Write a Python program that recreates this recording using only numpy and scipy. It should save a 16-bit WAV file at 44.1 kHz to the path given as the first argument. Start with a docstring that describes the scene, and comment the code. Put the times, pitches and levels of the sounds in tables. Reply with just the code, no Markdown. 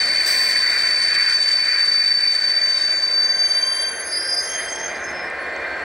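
"""Train leaving round a curved platform

A diesel-hauled train rolls slowly away round the curve of a station platform.
Its wheel flanges squeal as wavering tones, echoed by the platforms, and grind as shaped noise.
Rumble, running gear, the rails' roar and a brief air hiss are noise too, each with its own colour.
The rear locomotive's engine is a throb of beating tones under whines, plainer towards the end.
Small sharp ticks are very short rings."""
import sys
import numpy as np
from scipy import signal
from scipy.fft import next_fast_len
from scipy.io import wavfile
from scipy.ndimage import uniform_filter1d

SR = 44100
rng = np.random.default_rng(int(sys.argv[2]) if len(sys.argv) > 2 else 0)


def digitize_waveform(pressure):
    """Quantize a signal to 16-bit integers and store it at the path in sys.argv[1].

    Rows of a 2-D input are taken as channels; values are limited to [-1, 1].
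    """
    field = np.atleast_2d(pressure).T
    bounded = np.clip(field, -1, 1)
    quanta = np.round(bounded * 32767).astype(np.int16)
    wavfile.write(sys.argv[1], SR, quanta)


N = 257544
TIME = np.arange(N) / SR  # s
EDGE_HZ = 15900  # top of the sound's band


def gain_of(db):
    """Turns decibels into amplitude."""
    return 10 ** (np.asarray(db) / 20)


def evened(x):
    """Scales a signal to rms 1."""
    return x / np.sqrt(np.mean(abs(x) ** 2) + 1e-20)


def curve(rows, order=1):
    """Draws straight lines through one column of a time table, giving a value at every sample."""
    rows = np.asarray(rows)
    return np.interp(TIME, rows[:, 0], rows[:, order])


def read(points, hz, order=1):
    """Reads one column of a spectrum table along a log-frequency axis."""
    points = np.asarray(points)
    return np.interp(np.log(hz + 1), np.log(points[:, 0] + 1), points[:, order])


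def during(start, end, rise, fall, shape=2):
    """Is 1 between two times, swelling before and dying away after."""
    before = (start - TIME) / rise
    after = (TIME - end) / fall
    return np.exp(-np.maximum(np.maximum(before, after), 0) ** shape)


def drift(hz, steep=2):
    """Makes complex random motion of rms 1, mostly slower than about hz."""
    size = next_fast_len(N)
    white = rng.standard_normal(size) + 1j * rng.standard_normal(size)
    shape = (1 + (np.fft.fftfreq(size, 1 / SR) / hz) ** 2) ** (-steep / 2)
    return evened(np.fft.ifft(white * shape)[:N])


def tone(hz, wander_hz, wander_rate=12):
    """Makes a complex tone whose pitch wanders by wander_hz rms; wander_rate is in Hz."""
    pitch = hz + wander_hz * evened(drift(wander_rate).real)
    return np.exp(2j * np.pi * np.cumsum(pitch) / SR)


def placed(z, balance_db, lead):
    """Places a complex tone in stereo: left-right level in dB, lead of the left in radians."""
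    half = gain_of(balance_db / 2) * np.exp(.5j * lead)
    return np.sqrt(2) * np.array([(z * half).real, (z / half).real])


def noise(colour, patchy_db, modes=(), size=1024):
    """Makes stereo noise of rms 1, with resonances and patches that change over time and pitch."""
    # how noise lies between left and right:
    # f/Hz, left-right level/dB, left lead/rad, likeness of left and right (0-1)
    stereo_image = [(200, 0, 0, 1), (380, -1.1, 0.085, 0.98), (700, -1.5, 0.27, 0.98),
                    (1100, -2, 0.46, 0.94), (1400, 1, 0, 1), (1895, -0.1, 0.062, 1),
                    (2980, -2, -0.95, 0.87), (4440, 8.5, 0.42, 0.82), (6200, -1.5, -0.23, 0.99),
                    (8100, -4.5, 0.08, 0.74), (11000, 0.5, 0, 1)]
    hop, hz = size // 4, np.fft.rfftfreq(size, 1 / SR)
    a, b, c, d, patches = rng.standard_normal((5, N // hop + 5, len(hz)))

    # smooth the patches over time, then over frequency
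    patches = uniform_filter1d(patches, size=9, axis=0)
    patches = evened(uniform_filter1d(patches, size=12, axis=1))

    # the right channel mixes the left one with noise of its own
    same = np.clip(read(stereo_image, hz, order=3), -1, 1)
    left, other = a + 1j * b, c + 1j * d
    right = same * left + np.sqrt(1 - same ** 2) * other
    half = gain_of(read(stereo_image, hz) / 2) * np.exp(.5j * read(stereo_image, hz, order=2))
    z = np.array([left * half, right / half])

    shape_db = read(colour, hz)
    for f, width, lift_db in modes:
        shape_db = shape_db + lift_db / (1 + (2 * (hz - f) / width) ** 2)
    spectra = np.swapaxes(z * gain_of(shape_db + patchy_db * patches), 1, 2)
    return evened(signal.istft(spectra, nperseg=size, noverlap=size - hop)[1][:, :N])


def excitation(mode):
    """A wheel mode swells, holds while its flange slips, and dies; gives its amplitude over time."""
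    # squeals: mode, held from t/s, to t/s, level/dB, rise/s, fall/s
    squeals = [ ("lead", 0, 3.72, -18.5, .1, .16), ("lead", 4.02, 4.04, -33, .03, 0.023),
               ("lead", 4.145, 4.19, -29.5, 0.048, 0.086), ("lead", 4.35, 4.37, -32.5, .03, 0.067),
               ("lead", 4.55, 4.7, -46, .1, .15), ("low", 3.77, 3.87, -38, 0.32, 0.095),
               ("low", 4.22, 4.32, -48.5, .08, .05), ("low", 4.54, 4.58, -32, .05, .035),
               ("low", 4.68, 4.82, -39, 0.043, 0.11), ("mid", 4.18, 4.23, -23, .07, 0.042),
               ("mid", 4.295, 4.376, -22, 0.027, 0.067), ("mid", 4.59, 4.6, -34.5, 0.079, 0.18),
               ("late", 4.69, 4.86, -48, 0.044, 0.046), ("late", 5.07, 5.09, -43, .045, 0.016),
               ("late", 5.16, 5.17, -41.5, 0.033, .1), ("upper", 4.11, 4.12, -41, 0.019, .02),
               ("upper", 4.23, 4.38, -36.5, .045, .04), ("upper", 4.47, 4.54, -39.5, .05, .025),
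               ("high", 2.89, 3.02, -44.5, 0.46, .08), ("high", 3.22, 4.01, -38, 0.088, 0.18),
               ("high", 4.495, 4.58, -31, 0.14, 0.086), ("high", 4.72, 4.75, -29, 0.045, 0.016),
               ("high", 4.84, 4.87, -30.5, 0.041, .06), ("high", 5.02, 5.024, -40, .05, 0.1),
               ("top", 3.88, 4.41, -33.7, 0.39, .29)]
    swell_shape = 1.35  # 1 = exponential rise and fall, 2 = bell-shaped
    power = 0
    for name, start, end, db, rise, fall in squeals:
        if name == mode:
            power = power + (gain_of(db) * during(start, end, rise, fall, swell_shape)) ** 2
    return np.sqrt(power)


def lead_squeal(wander_hz=12, echo=0.91, ceiling=2.12, second_db=-33, third_db=-42):
    """Three wheels stick and slip at nearly one pitch and beat against each other and their echoes."""
    # pitch of the three wheels: t/s, centre f/Hz, nominal spread to either side/Hz, added level/dB
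    lead_wheels = [(0, 4580, 70.4, -0.9), (1.3, 4594, 57, .3), (2.2, 4608, 43, 1),
                   (2.75, 4605, 39.5, -1.19), (3.1, 4620, 30, -0.65), (3.5, 4639, 12, .3),
                   (4.8, 4648, 8, 0)]
    centre, spread = curve(lead_wheels), curve(lead_wheels, order=2)
    wheels = 0
    # side scales the spread, loose scales the pitch wander
    for side, size, loose in [(-1.1, 0.97, 1.693), (0, 1.08, 1.03), (0.93, 0.96, .25)]:
        wheels = wheels + size * tone(centre + side * spread, wander_hz * loose)

    # widely spread wheels smear into a broader band of echoes
    broad = np.clip(spread / spread.max(), 0, 1)
    smear = broad * drift(100, steep=2.2) + np.sqrt(1 - broad ** 2) * drift(45, steep=3.6)
    z = evened(wheels) + echo * smear * tone(centre, 3.03)
    # a soft ceiling holds the peaks down
    z = evened(z / (1 + (abs(z) / ceiling) ** 4) ** (1 / 4))
    level = excitation("lead") * gain_of(curve(lead_wheels, order=3))

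    # the slip is not a pure sine: weak overtones follow it
    turn = z / (abs(z) + 1e-9)
    second = gain_of(second_db) * z * turn
    third = gain_of(third_db) * z * turn ** 2 * during(.6, 3.75, .2, .1)
    return placed(level * z, 1.9, 0.55) + placed(level * (second + third), -1.5, 0)


def wheel_rings(apart=0.15, steep=3):
    """Other wheel modes join in: wavering tones with overtones and a flutter of echoes."""
    # wheel modes: mode, f/Hz, pitch wander/Hz, echo width/Hz, echo share of power (0-1),
    # second partial level/dB, third partial level/dB, left-right level/dB, left lead/rad
    wheel_modes = [ ("low", 3175, 20, 59, 1, -18, -14, -.7, -0.95),
                   ("mid", 4926, 8, 44, 0.33, -30, -39, -.4, .4),
                   ("late", 5194, 5.8, 22, 0.41, -44, -55, 0, .1),
                   ("upper", 5527, 9.1, 38, 0.52, -39, -45, -.8, .26),
                   ("high", 6361, 7, 51, 0.56, -38, -60, .6, -0.48),
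                   ("top", 10454, 8, 44, 0.6, -60, -60, -1.1, -.36)]
    out = np.zeros((2, N))
    for mode, hz, wander_hz, width_hz, share, second_db, third_db, balance_db, lead in wheel_modes:
        share, turn = np.clip(share, 0, 1), tone(hz, wander_hz)
        partials = 0
        for k, db in enumerate([0, second_db, third_db], 1):
            if k * hz < EDGE_HZ:
                partials = partials + gain_of(db) * turn ** k
        ring = partials * excitation(mode)
        echoed = np.sqrt(1 - share) + np.sqrt(share) * drift(width_hz, steep)
        out += placed(ring * echoed, balance_db, lead)
        # late reflections are opposite left and right, and stronger the shorter the wave
        late = ring * drift(width_hz, steep) * apart * (hz / 6000) ** 2
        out += placed(late, 0, np.pi)
    return out


def squeaks(wander_hz=14, flutter=.55, tail=.3):
    """A flange catches for a moment: a tone swells, slides, and dies away in its echo."""
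    # brief squeaks: t/s, length/s, f/Hz, glide over one length/Hz, level before flutter/dB
    brief_squeaks = [(1.358, .12, 6030, 0, -42.5), (2.732, .08, 5960, 56, -46),
                     (2.784, 0.099, 3820, 0, -42.5), (2.794, .08, 5270, -13, -42),
                     (2.95, 0.12, 7010, 1.5, -47), (3.76, 0.084, 7020, 3, -51), (4.33, 0.18, 8150, 0, -54),
                     (4.48, 0.41, 9400, 4.5, -49.5), (4.672, 0.041, 5800, -70, -50),
                     (4.69, 0.16, 8070, 2, -47), (4.78, .08, 5490, -20, -44),
                     (4.814, 0.16, 875, -1.5, -39.5), (4.82, 0.12, 6275, 12, -38),
                     (4.895, 0.082, 4715, -37, -43), (4.957, 0.042, 4860, 30.5, -44),
                     (4.964, .04, 5490, -2, -51), (5.412, .05, 9650, 250, -60)]
    shiver = tone(0, wander_hz, 36.7) * (1 + flutter * drift(45))
    out = 0
    for s, length, hz, glide_hz, db in brief_squeaks:
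        u = (TIME - s) / length
        swell = np.exp(-(2 * u) ** 2)
        echo = tail * (u > 0) * (1 - swell) * np.exp(-abs(TIME - s) / .06)
        pitch = hz + glide_hz * np.clip(u, -1, .5)
        out = out + gain_of(db) * (swell + echo) * np.exp(2j * np.pi * np.cumsum(pitch) / SR)
    return placed(out * shiver, 0, 0)


def grinding(flicker_db=2.5):
    """Flanges scrape the rail unevenly and excite the wheels' resonances."""
    # colour of the scraping: f/Hz, relative level per Hz/dB
    grind_colour = [(1500, -24), (2800, -4.5), (3500, -3), (5100, 4), (6000, -0.5), (6600, -8.5),
                    (8000, -3), (8700, -6), (9500, -3), (10200, -31), (11500, -16.5), (15000, -31),
                    (16000, -29)]
    # wheel resonances that colour it: f/Hz, width/Hz, lift/dB
    grind_modes = [(3100, 150, 10), (3740, 300, 8), (4460, 47, 5), (6110, 340, 8), (7000, 130, 13),
                   (7720, 210, 7), (8070, 88, 5.5), (9170, 260, 12)]
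    # how hard the flanges scrape: t/s, level before flicker/dB
    scrape = [(0, -33.5), (1.3, -34), (2.2, -38.5), (2.8, -37.5), (3.1, -43.5), (3.8, -43), (4.05, -51),
              (4.45, -46.5), (5.2, -56.5), (5.84, -58.5)]
    level_db = curve(scrape) + flicker_db * drift(32).real
    return noise(grind_colour, 1.94, grind_modes) * gain_of(level_db)


def rolling():
    """Rumble of the vehicles, their running gear, and the rails' roar, which changes colour."""
    # colours of the four noises: f/Hz, relative level per Hz/dB
    rumble_colour, gear_colour = [(20, -25.5), (30, -17), (40, -4.5), (52, -9), (85, -2), (130, -0.5),
                                  (220, 4.5), (300, 2), (450, -21), (1500, -57.5)], [(120, -35.5), (250, -15.5), (340, -3.5), (410, -5.5),
                                                  (480, -3), (660, 1.5), (800, -4.5), (920, -5.5),
                                                  (1150, -8.5), (1500, -27), (3000, -38), (5000, -28),
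                                                  (9000, -50), (15000, -52)]
    near_colour, far_colour = [(700, -29), (1100, -16), (1350, -10.5), (1600, -0.5), (1880, 2), (2150, -1),
                               (2400, 0), (2600, -11.5), (2900, -23.5), (4500, -36), (9000, -71)], [(700, -41), (1100, -13), (1300, -7.5), (1520, -1.5),
                                                  (1800, -1), (2080, 1), (2240, -10.5), (2400, -6.5),
                                                  (2600, -17), (2900, -19.5), (4400, -25.5), (6500, -42.5),
                                                  (15000, -58.5)]
    # body resonances that colour the running gear: f/Hz, width/Hz, lift/dB
    gear_modes = [(370.6, 13, 5), (467, 18, 4.5), (502, 9.8, 4), (548, 9.9, 2.5), (576.4, 10, 6),
                  (628, 9.7, 3), (719, 19, 4.5)]
    # levels as the vehicles draw away, before surges and shaking:
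    # t/s, rumble level/dB, running gear level/dB, roar level/dB
    levels = [(0, -52, -39, -23.5), (1.2, -52.5, -42.5, -26.5), (2.1, -57.5, -45, -29.5),
              (3.3, -54.5, -40.5, -32.5), (4.35, -55, -37.5, -34), (4.9, -51.5, -34.5, -31),
              (5.84, -51, -32.5, -28.5)]
    # wheels run over rough stretches of rail: t/s, half length/s, rumble lift/dB, roar lift/dB
    surges = [(.13, 0.094, 4.5, -1.5), (0.855, .05, 0, 2.5), (1.25, 0.11, -2, 3), (1.76, .08, -2, 3.5),
              (4.592, 0.069, 0, 4), (4.92, 0.08, 1, 2.5), (5.084, .1, 4.5, 1)]
    rumble_db, gear_db, roar_db = curve(levels), curve(levels, order=2), curve(levels, order=3)
    for s, half, rumble_lift_db, roar_lift_db in surges:
        swell = during(s, s, half, half)
        rumble_db = rumble_db + rumble_lift_db * swell
        roar_db = roar_db + roar_lift_db * swell

    rumble = noise(rumble_colour, 1.2, size=4096) * gain_of(rumble_db)
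    gear = noise(gear_colour, 1.0, gear_modes, size=4096) * gain_of(gear_db)
    # the near roar gives way to the far one
    far = np.clip((TIME - 2.2) / 2.23, 0, 1)
    roar = np.sqrt(1 - far) * noise(near_colour, 1.83) + np.sqrt(far) * noise(far_colour, 0.94)
    # uneven rail shakes all of them together
    shaking = gain_of(0.65 * drift(22).real)
    return (rumble + gear + roar * gain_of(roar_db)) * shaking


def engine(waver=0.001717):
    """Neighbouring shaft orders beat into a throb; turbocharger, fan and gears whine above."""
    # the rear engine, before the cuts and flutter below:
    # t/s, exhaust level/dB, turbocharger whine level/dB, fan whine level/dB
    engine_levels = [(0, -61, -41, -51), (.5, -64, -41, -45), (2.2, -69, -41, -51), (3, -64, -41, -48),
                     (3.75, -63, -40.5, -44.5), (4.1, -58, -35.5, -54), (4.6, -56.5, -40, -55),
                     (5.3, -54.5, -39, -41.5), (5.84, -50, -35, -44.5)]
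    # exhaust tones: multiple of shaft speed, relative level/dB
    exhaust_orders = [(5, -12), (7, -14), (8, 0), (9, -5), (10, -15)]
    # whines of the locomotive's machinery: f/Hz, level before flutter/dB, from t/s, to t/s
    machine_whines = [(352.5, -54.5, 2.5, 6.5), (465, -53.5, 4, 6.5), (645, -53.5, 2.5, 6.5),
                      (690, -54, 4.5, 6.5), (1790, -43.5, 3, 4.7), (1817, -39, 5, 6.5),
                      (2308, -44.5, 0, 3.78), (2386, -42, 5, 6.5), (4310, -41.5, -0.5, .6),
                      (4350, -50.5, -1, 4.6), (4375, -49, 5.5, 6.5), (7400, -64, 5.5, 6.5),
                      (8100, -64, 3.5, 6.5)]

    shaft = tone(8.42, 0.033, 2)  # Hz: shaft speed, its wander, rate of wander
    exhaust = 0
    for k, db in exhaust_orders:
        exhaust = exhaust + gain_of(db) * shaft ** k * np.exp(2j * np.pi * rng.random())
    exhaust = evened(exhaust) * gain_of(curve(engine_levels) - 1.0)

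    turbo = tone(1574, 3.72) * (1 + .5 * drift(8.1))
    turbo = turbo * gain_of(curve(engine_levels, order=2) - 1.5) * during(2.92, 6, 0.95, 1)

    fan_hz = curve([(0, 1049), (3.5, 1054), (5.84, 1063)])
    fan = tone(fan_hz, 4.88) * (1 + 1.2 * drift(23))
    fan = fan * gain_of(curve(engine_levels, order=3) - 3.5)

    whines = 0
    for hz, db, start, end in machine_whines:
        # the higher a whine, the faster it flutters
        flutter = 0.66 + 0.65 * drift(hz / 150)
        level = gain_of(db) * during(start, end, 0.16, .2)
        whines = whines + tone(hz, hz * waver) * flutter * level
    return placed(exhaust + turbo + fan + whines, -.1, .05)


def air_release():
    """An air valve opens with a rush, settles to a steady hiss and shuts, amid a faint leak."""
    # colour of the hiss: f/Hz, relative level per Hz/dB
    air_colour = [(1500, -18), (3800, -0.5), (6000, 5.5), (6700, -11), (7900, 5.5), (9300, -1.5),
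                  (10300, -10), (14700, -8), (16000, -12)]
    open_s, shut_s, rise_s, fall_s = .272, .505, .014, .025
    flow_db, first_rush_db, rush_s = -32.5, 7.5, .085
    leak_from_s, leak_to_s, leak_fade_s, leak_db = .1, .88, .07, -42
    rush_db = first_rush_db * np.exp(-(np.maximum(TIME - open_s, 0) / rush_s) ** 2)
    flow = gain_of(flow_db + rush_db) * during(open_s, shut_s, rise_s, fall_s)
    leak = gain_of(leak_db) * during(leak_from_s, leak_to_s, leak_fade_s, leak_fade_s)
    return noise(air_colour, 0.89) * np.hypot(flow, leak)


def ticks(rise_s=0.000205):
    """Dry ticks: sines that swell and die within a few cycles, alike left and right."""
    # small sharp ticks: t/s, peak level of the swell/dB, f/Hz
    sharp_ticks = [(3.232, -31, 7600), (3.497, -24, 4200), (3.824, -21, 3900), (3.8237, -24, 7640),
                   (5.3015, -31.5, 8170), (5.5638, -32, 6200)]
    out = np.zeros(N)
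    for s, db, hz in sharp_ticks:
        age = np.maximum(TIME - s, 0)
        swell = age / rise_s * np.exp(1 - age / rise_s)
        out += gain_of(db) * swell * np.sin(2 * np.pi * hz * age)
    return out


def scene():
    """Adds up the whole train as heard from the platform."""
    squealing = lead_squeal() + wheel_rings() + squeaks()
    return squealing + grinding() + rolling() + engine() + air_release() + ticks()


def record(dry):
    """Eases the very ends in and out and removes what lies above the band's top edge."""
    eased = dry * signal.windows.tukey(N, .001)
    low_pass = signal.firwin(511, EDGE_HZ, window=("kaiser", 9), fs=SR)
    return signal.oaconvolve(eased, low_pass[None], "same")


dry = scene()
out = record(dry)
digitize_waveform(out)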